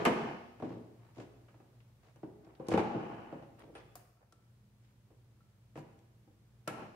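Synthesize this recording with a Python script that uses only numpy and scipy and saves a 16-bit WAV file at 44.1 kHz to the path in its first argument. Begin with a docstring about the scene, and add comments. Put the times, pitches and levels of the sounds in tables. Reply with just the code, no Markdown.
"""Hands and a tool work a rubber intake duct loose from a plastic air box under an open car hood. Over hum, air
noise and hiss, hard blows boom and a noisy swell lingers; lighter knocks, rubs and clicks follow. After 2.6 s
come a burst of blows, two more swells, taps on a ringing steel clamp and faint rings of the tool. A last loud
knock, tool ring and swell close it. Blows, clamp and tool are decaying modes, clicks, rubs and swells are
shaped noise, and all the handling echoes from the hard walls of a garage."""
import sys
import numpy as np
from scipy import signal
from scipy.fft import rfft, irfft, next_fast_len
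from scipy.io import wavfile
from scipy.ndimage import map_coordinates

SR = 44100
rng = np.random.default_rng(int(sys.argv[2]) if len(sys.argv) > 2 else 0)


def transcribe(signal):
    """Save signal, clipped to [-1, 1], as a 16-bit WAV file at the path in sys.argv[1]."""
    frames = np.atleast_2d(signal).T
    limited = np.clip(frames, -1, 1)
    pcm = np.round(limited * 32767).astype(np.int16)
    wavfile.write(sys.argv[1], SR, pcm)


N = 306495  # samples
LEAD = SR // 4  # samples ahead of time zero, for sounds that begin earlier


def amp(db):
    """Decibel law: level in dB to amplitude ratio."""
    return 10 ** (np.asarray(db) / 20)


def unit(x):
    """Normalisation to rms 1."""
    return x / np.sqrt(np.mean(x ** 2) + 1e-20)


def onset_unit(x):
    """Normalisation to rms 1 over the first fiftieth of a second."""
    return x / np.sqrt(np.mean(x[..., :SR // 50] ** 2) + 1e-20)


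def along(points, hz):
    """Interpolation of (Hz, value) points on a logarithmic frequency axis."""
    f, v = np.transpose(points)
    return np.interp(np.log(hz + 1), np.log(f), v)


def band(x, lo_hz, hi_hz, order=3):
    """Causal band-pass filtering."""
    edges = [lo_hz, min(hi_hz, SR / 2 - 1000)]
    return signal.sosfilt(signal.butter(order, edges, "band", fs=SR, output="sos"), x)


def add(track, s, sound):
    """Superposition: lay a sound into the track at time s."""
    start = max(LEAD + round(s * SR), 0)
    part = track[:, start:start + sound.shape[-1]]
    part += sound[..., :part.shape[1]]


def wobble(rate):
    """Random modulation: a smooth curve with rate knots a second."""
    return map_coordinates(rng.standard_normal(200), [np.arange(N) * rate / SR], mode="wrap")


# Stereo width of diffuse sound. Each row: frequency in Hz, side level minus mid level in dB.
SIDE_WIDTH = [(60, -14), (170, -12.5), (350, -11.5), (700, -4), (1500, -0.5), (12000, 1.5)]


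def diffuse(n, spectrum=((1000, 0),)):
    """Diffuse field: stereo noise of rms 1, near mono in the bass and wide in the treble."""
    m = next_fast_len(n)
    hz = np.fft.rfftfreq(m, 1 / SR)
    width = amp(along(SIDE_WIDTH, hz))
    gain = amp(along(spectrum, hz)) / np.hypot(1, width)
    noise = rfft(rng.standard_normal((2, m)))
    mid, side = irfft(noise * [gain, gain * width], m)[:, :n]
    return unit(np.array([mid + side, mid - side]))


# Course of the hum. Each row: time in seconds, gain of mains and air in dB, gain of motor in dB.
HUM_GAINS = [(0, 7, -8), (2.5, 4, -12), (4, 6, -15), (4.17, -3, -10.5), (4.45, 3, -1.5), (6.95, 4, -1)]
# Mains tones. Each row: frequency in Hz, level in dB before the gains.
MAINS_TONES = [(59.2, -80.5), (118.4, -71.5)]
# Motor tones. Each row: frequency in Hz, level in dB before the gains.
MOTOR_TONES = [(102.3, -74), (204.6, -77)]
# Shape of the air noise. 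Each row: frequency in Hz, relative density in dB per Hz.
AIR_SPECTRUM = [(20, -29), (36, -21.5), (54, -8), (80, -7), (115, 3), (160, -5.5), (280, -14), (470, -18.5),
                (800, -23), (2300, -29.5), (15500, -40)]


def background(air_db=-71, hiss_db=-86, waver_db=3.0, waver_rate=6, drift_rad=0.058):
    """Amplitude and phase modulation: mains and distant motor tones waver over air noise and hiss."""
    t = np.arange(N) / SR

    def tones(lines):
        total = 0
        for hz, db in lines:
            level = amp(db + waver_db * wobble(waver_rate)) * np.sqrt(2)  # rms to peak
            phase = 2 * np.pi * (hz * t + rng.random()) + drift_rad * wobble(waver_rate)
            total = total + level * np.sin(phase)
        return total

    s, *columns = np.transpose(HUM_GAINS)
    mains_gain, motor_gain = (amp(np.interp(t, s, db)) for db in columns)
    hiss = amp(hiss_db) * rng.standard_normal((2, N))
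    mains_and_air = tones(MAINS_TONES) + amp(air_db) * diffuse(N, AIR_SPECTRUM)
    return mains_gain * mains_and_air + motor_gain * tones(MOTOR_TONES) + hiss


# Decay of the garage. Each row: frequency in Hz, time to fall 60 dB in seconds.
GARAGE_T60 = [(100, 0.53), (300, 0.88), (1000, 0.85), (2700, .95), (5500, 1.1), (8000, 0.57), (14000, 0.64)]
# Strength of the wall echo. Each row: frequency in Hz, relative level in dB.
WALL_ECHO = [(70, 6), (130, -5), (280, 2), (480, 0), (800, 0), (1500, -1.5), (2100, -1), (2900, -1.5),
             (3800, -1.5), (7000, -3.5), (14000, -6)]


def garage(x, build_up_s=0.0053, echo_db=1):
    """Reverberation: convolution with dense noise that builds up fast and decays by frequency."""
    n = 3 * SR // 2
    hz, t, z = signal.stft(diffuse(n), SR, nperseg=512)
    t60 = along(GARAGE_T60, hz)[:, None]
    # the root keeps the tail's energy independent of its decay time
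    equal_energy = np.sqrt(np.log(10 ** 6) / (t60 * SR))
    fade = amp(along(WALL_ECHO, hz)[:, None] - 60 * t / t60) * equal_energy
    tail = signal.istft(z * fade, SR, nperseg=512)[1][:, :n]
    tail = tail * (1 - np.exp(-np.arange(n) / SR / build_up_s))
    return amp(echo_db) * signal.fftconvolve(x, tail, axes=1)[:, :LEAD + N]


def grit(spectrum, depth_db, slips_hz=250):
    """Rough noise: one second of noise whose level jumps about unevenly."""
    t = np.arange(SR) / SR
    slips = map_coordinates(rng.standard_normal(1000), [t * slips_hz], order=1, mode="wrap")
    return diffuse(SR, spectrum) * amp(depth_db * slips)


def stroke(half_length, firmness=3.5):
    """Swell and fade about the half second; more firmness starts and stops it more squarely."""
    t = np.arange(SR) / SR
    return np.exp(-.5 * np.abs((t - .5) / half_length) ** firmness)


# Light strokes of the hands. Each row: middle in seconds, half length in seconds, level in dB, centre in Hz.
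HAND_STROKES = [(0.709, 0.075, -66, 2560), (1.055, 0.07, -72, 1740), (1.202, 0.042, -66, 4170),
                (1.421, 0.44, -77, 372), (2.071, 0.033, -66, 766), (2.074, 0.043, -75, 3370),
                (2.496, 0.071, -68, 1180), (2.723, 0.015, -52, 4600), (3.614, 0.025, -61.5, 2040),
                (3.693, 0.093, -60.5, 240), (3.782, 0.029, -62, 2600), (4.226, 0.021, -70, 1000),
                (4.868, 0.053, -80, 3500), (5.787, 0.026, -69.5, 7100)]


def hand_rubs(rough_db=4, spread=2.1):
    """Stick-slip friction of the hands over the parts, heard in one band about each centre pitch."""
    track = np.zeros((2, LEAD + N))
    for s, half_length, db, hz in HAND_STROKES:
        friction = band(grit(SCATTER_SPECTRUM, rough_db), hz / spread, hz * spread, order=2)
        add(track, s - .5, amp(db) * unit(friction) * stroke(half_length))
    return track


# Noisy resonant swells that linger after hard blows. 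Each row: middle in seconds, half length in seconds, level
# in dB.
TAIL_SWELLS = [(0.257, 0.085, -42.5), (2.959, 0.22, -46), (3.299, 0.11, -54.5), (6.788, 0.075, -48.5)]
# Sound of the swells. Each row: frequency in Hz, relative density in dB per Hz.
SWELL_SPECTRUM = [(60, -22.5), (170, 2), (330, -2.5), (520, -4), (830, 1), (1250, -6.5), (1650, -10.5),
                  (2100, -13), (2950, -14.5), (3400, -28), (7000, -37), (15000, -56.5)]


def tail_swells(rough_db=2.5, mode_lift_db=5, mode_width_hz=22):
    """Resonant swell: the noise is lifted at every mode of the plastic."""
    track = np.zeros((2, LEAD + N))
    grid = np.arange(20, SR / 2, 2)
    lift = sum(mode_lift_db / (1 + ((grid - hz) / mode_width_hz) ** 2) for hz, _, _ in PLASTIC_MODES)
    spectrum = np.transpose([grid, along(SWELL_SPECTRUM, grid) + lift])
    for s, half_length, db in TAIL_SWELLS:
        add(track, s - .5, amp(db) * unit(grit(spectrum, rough_db)) * stroke(half_length))
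    return track


# Small clicks and snaps, among them the sharp crack of some hard blows. Each row: time in seconds, level in dB,
# centre in Hz.
SMALL_CLICKS = [(0.0516, -49, 6270), (1.244, -89.5, 6260), (1.804, -73, 1890), (2.16, -78.5, 5500),
                (2.447, -79, 2990), (2.551, -73, 2173), (2.669, -68.5, 4000), (2.6849, -52.5, 4980),
                (2.7766, -76, 9000), (3.594, -76, 7000), (3.955, -54, 8970), (4.324, -70, 5000),
                (5.775, -73.5, 8850), (5.99, -79, 4160), (6.677, -48.5, 6100)]


def clicks(scatter_db=-16, scatter_t60=0.17, spread=2.0, click_cycles=89):
    """Impulsive excitation: a snap, shorter the higher it is, then scatter off the nearby metal."""
    track, t = np.zeros((2, LEAD + N)), np.arange(SR // 8) / SR
    for s, db, hz in SMALL_CLICKS:
        # the snap falls 60 dB in click_cycles of its centre pitch
        envelope = amp(-60 * t * hz / click_cycles) + amp(scatter_db - 60 * t / scatter_t60)
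        snap = band(diffuse(len(t)) * envelope, hz / spread, hz * spread)
        add(track, s, amp(db) * onset_unit(snap))
    return track * amp([[.9], [-.9]])  # dB, left and right


def ring_modes(track, s, db, modes, attack_cycles=0.5, lag_s=.00005):
    """Modal decay: each mode swells within a cycle or so and dies away, a little earlier at the left."""
    t = np.arange(SR // 2) / SR
    for hz, mode_db, t60 in modes:
        envelope = amp(db + mode_db - 60 * t / t60) * (1 - np.exp(-t * hz / attack_cycles))
        add(track, s, envelope * np.sin(2 * np.pi * hz * (t + [[lag_s], [-lag_s]])))


# Modes of the steel tool. Each row: frequency in Hz, relative level in dB, time to fall 60 dB in seconds.
TOOL_MODES = [(1170, -7, 0.055), (1333, 1.5, .06), (1890, -14, .05), (3900, -33, 0.066), (4320, -19, .04)]
# Taps of the tool. Each row: time in seconds, level in dB.
TOOL_STRIKES = [(4.171, -72), (4.324, -60), (5.406, -65.5), (6.677, -36)]


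def tool_rings():
    """Free vibration of the steel tool after each tap."""
    track = np.zeros((2, LEAD + N))
    for s, db in TOOL_STRIKES:
        ring_modes(track, s, db, TOOL_MODES)
    return track


# Modes of the hose clamp. Each row: frequency in Hz, relative level in dB, time to fall 60 dB in seconds.
CLAMP_MODES = [(1900, 1, 0.092), (3416, -3, 0.15), (5050, -6, .09), (9060, -1.5, .12)]
# Taps of the clamp. Each row: time in seconds, level in dB.
CLAMP_STRIKES = [(3.595, -73), (3.751, -62)]


def clamp_rings():
    """Free vibration of the steel clamp after each tap."""
    track = np.zeros((2, LEAD + N))
    for s, db in CLAMP_STRIKES:
        ring_modes(track, s, db, CLAMP_MODES)
    return track


# Blows that catch one hollow squarely. Each row: time in seconds, level in dB, frequency in Hz.
HOLLOW_BOOMS = [(.069, -19.5, 235), (.626, -39.5, 554), (2.235, -43, 307), (2.6, -38.5, 525),
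                (2.735, -31, 95), (2.741, -23.5, 191.7), (2.777, -24.5, 841), (3.328, -40.5, 550),
                (3.956, -49, 725), (5.777, -38.5, 152), (6.68, -40, 147)]


def booms(boom_t60=.085):
    """Single-mode resonance: one hollow of the plastic booms under a square blow."""
    track = np.zeros((2, LEAD + N))
    for s, db, hz in HOLLOW_BOOMS:
        ring_modes(track, s, db, [(hz, 0, boom_t60)])
    return track


# Blows on duct and air box. Each row: time in seconds, level in dB before the trims, brightness in dB
# (below 0 a padded thud, above 0 a hard rap).
BLOWS = [(-.1, -25, -0.5), (0.0525, -30.5, 4.5), (0.0601, -30, 0.5), (.072, -35, -7.5), (.599, -53.5, -4),
         (0.6227, -44, -8.5), (.643, -54, -4), (.704, -53, -10.5), (.756, -59.5, -13), (1.167, -61, -9),
         (1.183, -55, -11), (1.2, -57, 1.5), (1.358, -74.5, -6), (1.483, -69, 4.5), (1.542, -67.5, -1),
         (1.601, -65.5, -4.5), (2.159, -67, -3), (2.231, -52, -10), (2.467, -64.5, -8), (2.597, -52.5, -9),
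         (2.6853, -42.5, -9), (2.716, -36, -3.5), (2.738, -33, -3.5), (2.775, -34, -1.5),
         (2.791, -36.5, -3), (2.948, -44, -11.5), (3.325, -50.5, -8), (3.424, -57.5, -3.5),
         (3.636, -62.5, -8), (3.752, -54, 2.5), (3.954, -63, 5.5), (4.324, -74, 0), (5.103, -71, -6.5),
         (5.756, -52.5, -3), (5.775, -53, -1.5), (6.274, -72.5, -9), (6.675, -41.5, 2)]
# Four parts of a blow, thud to crack. Each row: scatter's time to fall 60 dB in seconds, contact spike
# in dB before the common gain, trim in dB, dB gained per dB of brightness.
BLOW_PARTS = [(0.2102, 7.5, -3.5, -1), (0.15, 5.5, 1, 0), (0.14, 3.5, -3.5, 1), (0.14, -8, -18.5, 1)]
# Bands of those four parts. Each row: low edge in Hz, high edge in Hz.
PART_BANDS = [(130, 360), (460, 1050), (1100, 3100), (3100, 15700)]
# Modes of duct and air box. Each row: frequency in Hz, relative level in dB, time to fall 60 dB in seconds.
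PLASTIC_MODES = [(117.2, 0, 0.26), (170, -9.5, 0.053), (235, -4, 0.059), (323.7, -1.5, 0.17),
                 (365.6, 1, 0.064), (448, -26, 0.062), (517.7, -3.5, 0.065), (688.6, 12, 0.031),
                 (789.5, 2.5, 0.1), (865, -24.5, 0.091), (1077, -19.5, 0.038), (1270, -28, 0.068),
                 (1458, -8, 0.055), (1676, -14, 0.21), (2580, -11.5, 0.074), (3010, -16.5, 0.17)]
# A blow scattered among the engine parts. Each row: frequency in Hz, relative density in dB per Hz.
SCATTER_SPECTRUM = [(50, -5), (110, -5.5), (240, -2), (450, 4), (820, 0.5), (1500, -9.5), (2100, -12),
                    (2900, -16), (3500, -19.5), (7000, -22.5), (10000, -28.5), (15000, -35)]


def knocks(ring_db=-9, mode_spread_db=2, spike_gain_db=7, hard_hz=7000, db_per_octave=6.5, echo_db=-3.5):
    """Impact excitation: contact spike, plastic modes and scatter; near sound and share to the walls."""
    near, t = np.zeros((2, LEAD + N)), np.arange(SR // 4) / SR
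    hz, mode_db, t60 = np.transpose(PLASTIC_MODES)[:, :, None]
    for s, db, brightness_db in BLOWS:
        # where the blow lands sets the strength and sign of each mode
        strength = amp(mode_db + mode_spread_db * rng.standard_normal(hz.shape))
        strength = strength * rng.choice([-1, 1], hz.shape)
        modes = strength * amp(-60 * t / t60) * np.sin(2 * np.pi * hz * t)
        ring = amp(ring_db) * np.sum(modes, axis=0)
        scatter = diffuse(len(t), SCATTER_SPECTRUM)
        # a padded blow stays longer in contact, which rounds off the top of every part
        corner_hz = min(hard_hz * 2 ** (brightness_db / db_per_octave), SR / 3)
        contact = signal.butter(1, corner_hz, fs=SR)
        for (scatter_t60, spike_db, trim_db, lean), (lo_hz, hi_hz) in zip(BLOW_PARTS, PART_BANDS):
            spike = amp(spike_db + spike_gain_db) * (t == 0)
            part = ring + scatter * amp(-60 * t / scatter_t60) + spike
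            part = band(signal.lfilter(*contact, part), lo_hz, hi_hz)
            add(near, s, amp(db + trim_db + lean * brightness_db) * onset_unit(part))
    return near, amp(echo_db) * near


def scene(small_echo_db=-6, ring_echo_db=-3):
    """Direct plus reverberant field: small sounds deep in the engine bay reach the walls more weakly."""
    near, outward = knocks()
    small = clicks() + hand_rubs() + tail_swells()
    ringing = tool_rings() + clamp_rings() + booms()
    echo = garage(outward + amp(small_echo_db) * small + amp(ring_echo_db) * ringing)
    handling = (near + small + ringing + echo)[:, LEAD:]
    return handling * amp([[.2], [-.2]]) + background()  # dB, left and right


def record(dry, top_hz=15750):
    """Band limitation: nothing is kept at or above top_hz."""
    m = next_fast_len(N + SR // 4)
    keep = np.fft.rfftfreq(m, 1 / SR) < top_hz
    return irfft(rfft(dry, m) * keep, m)[:, :N]


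dry = scene()
out = record(dry)
transcribe(out)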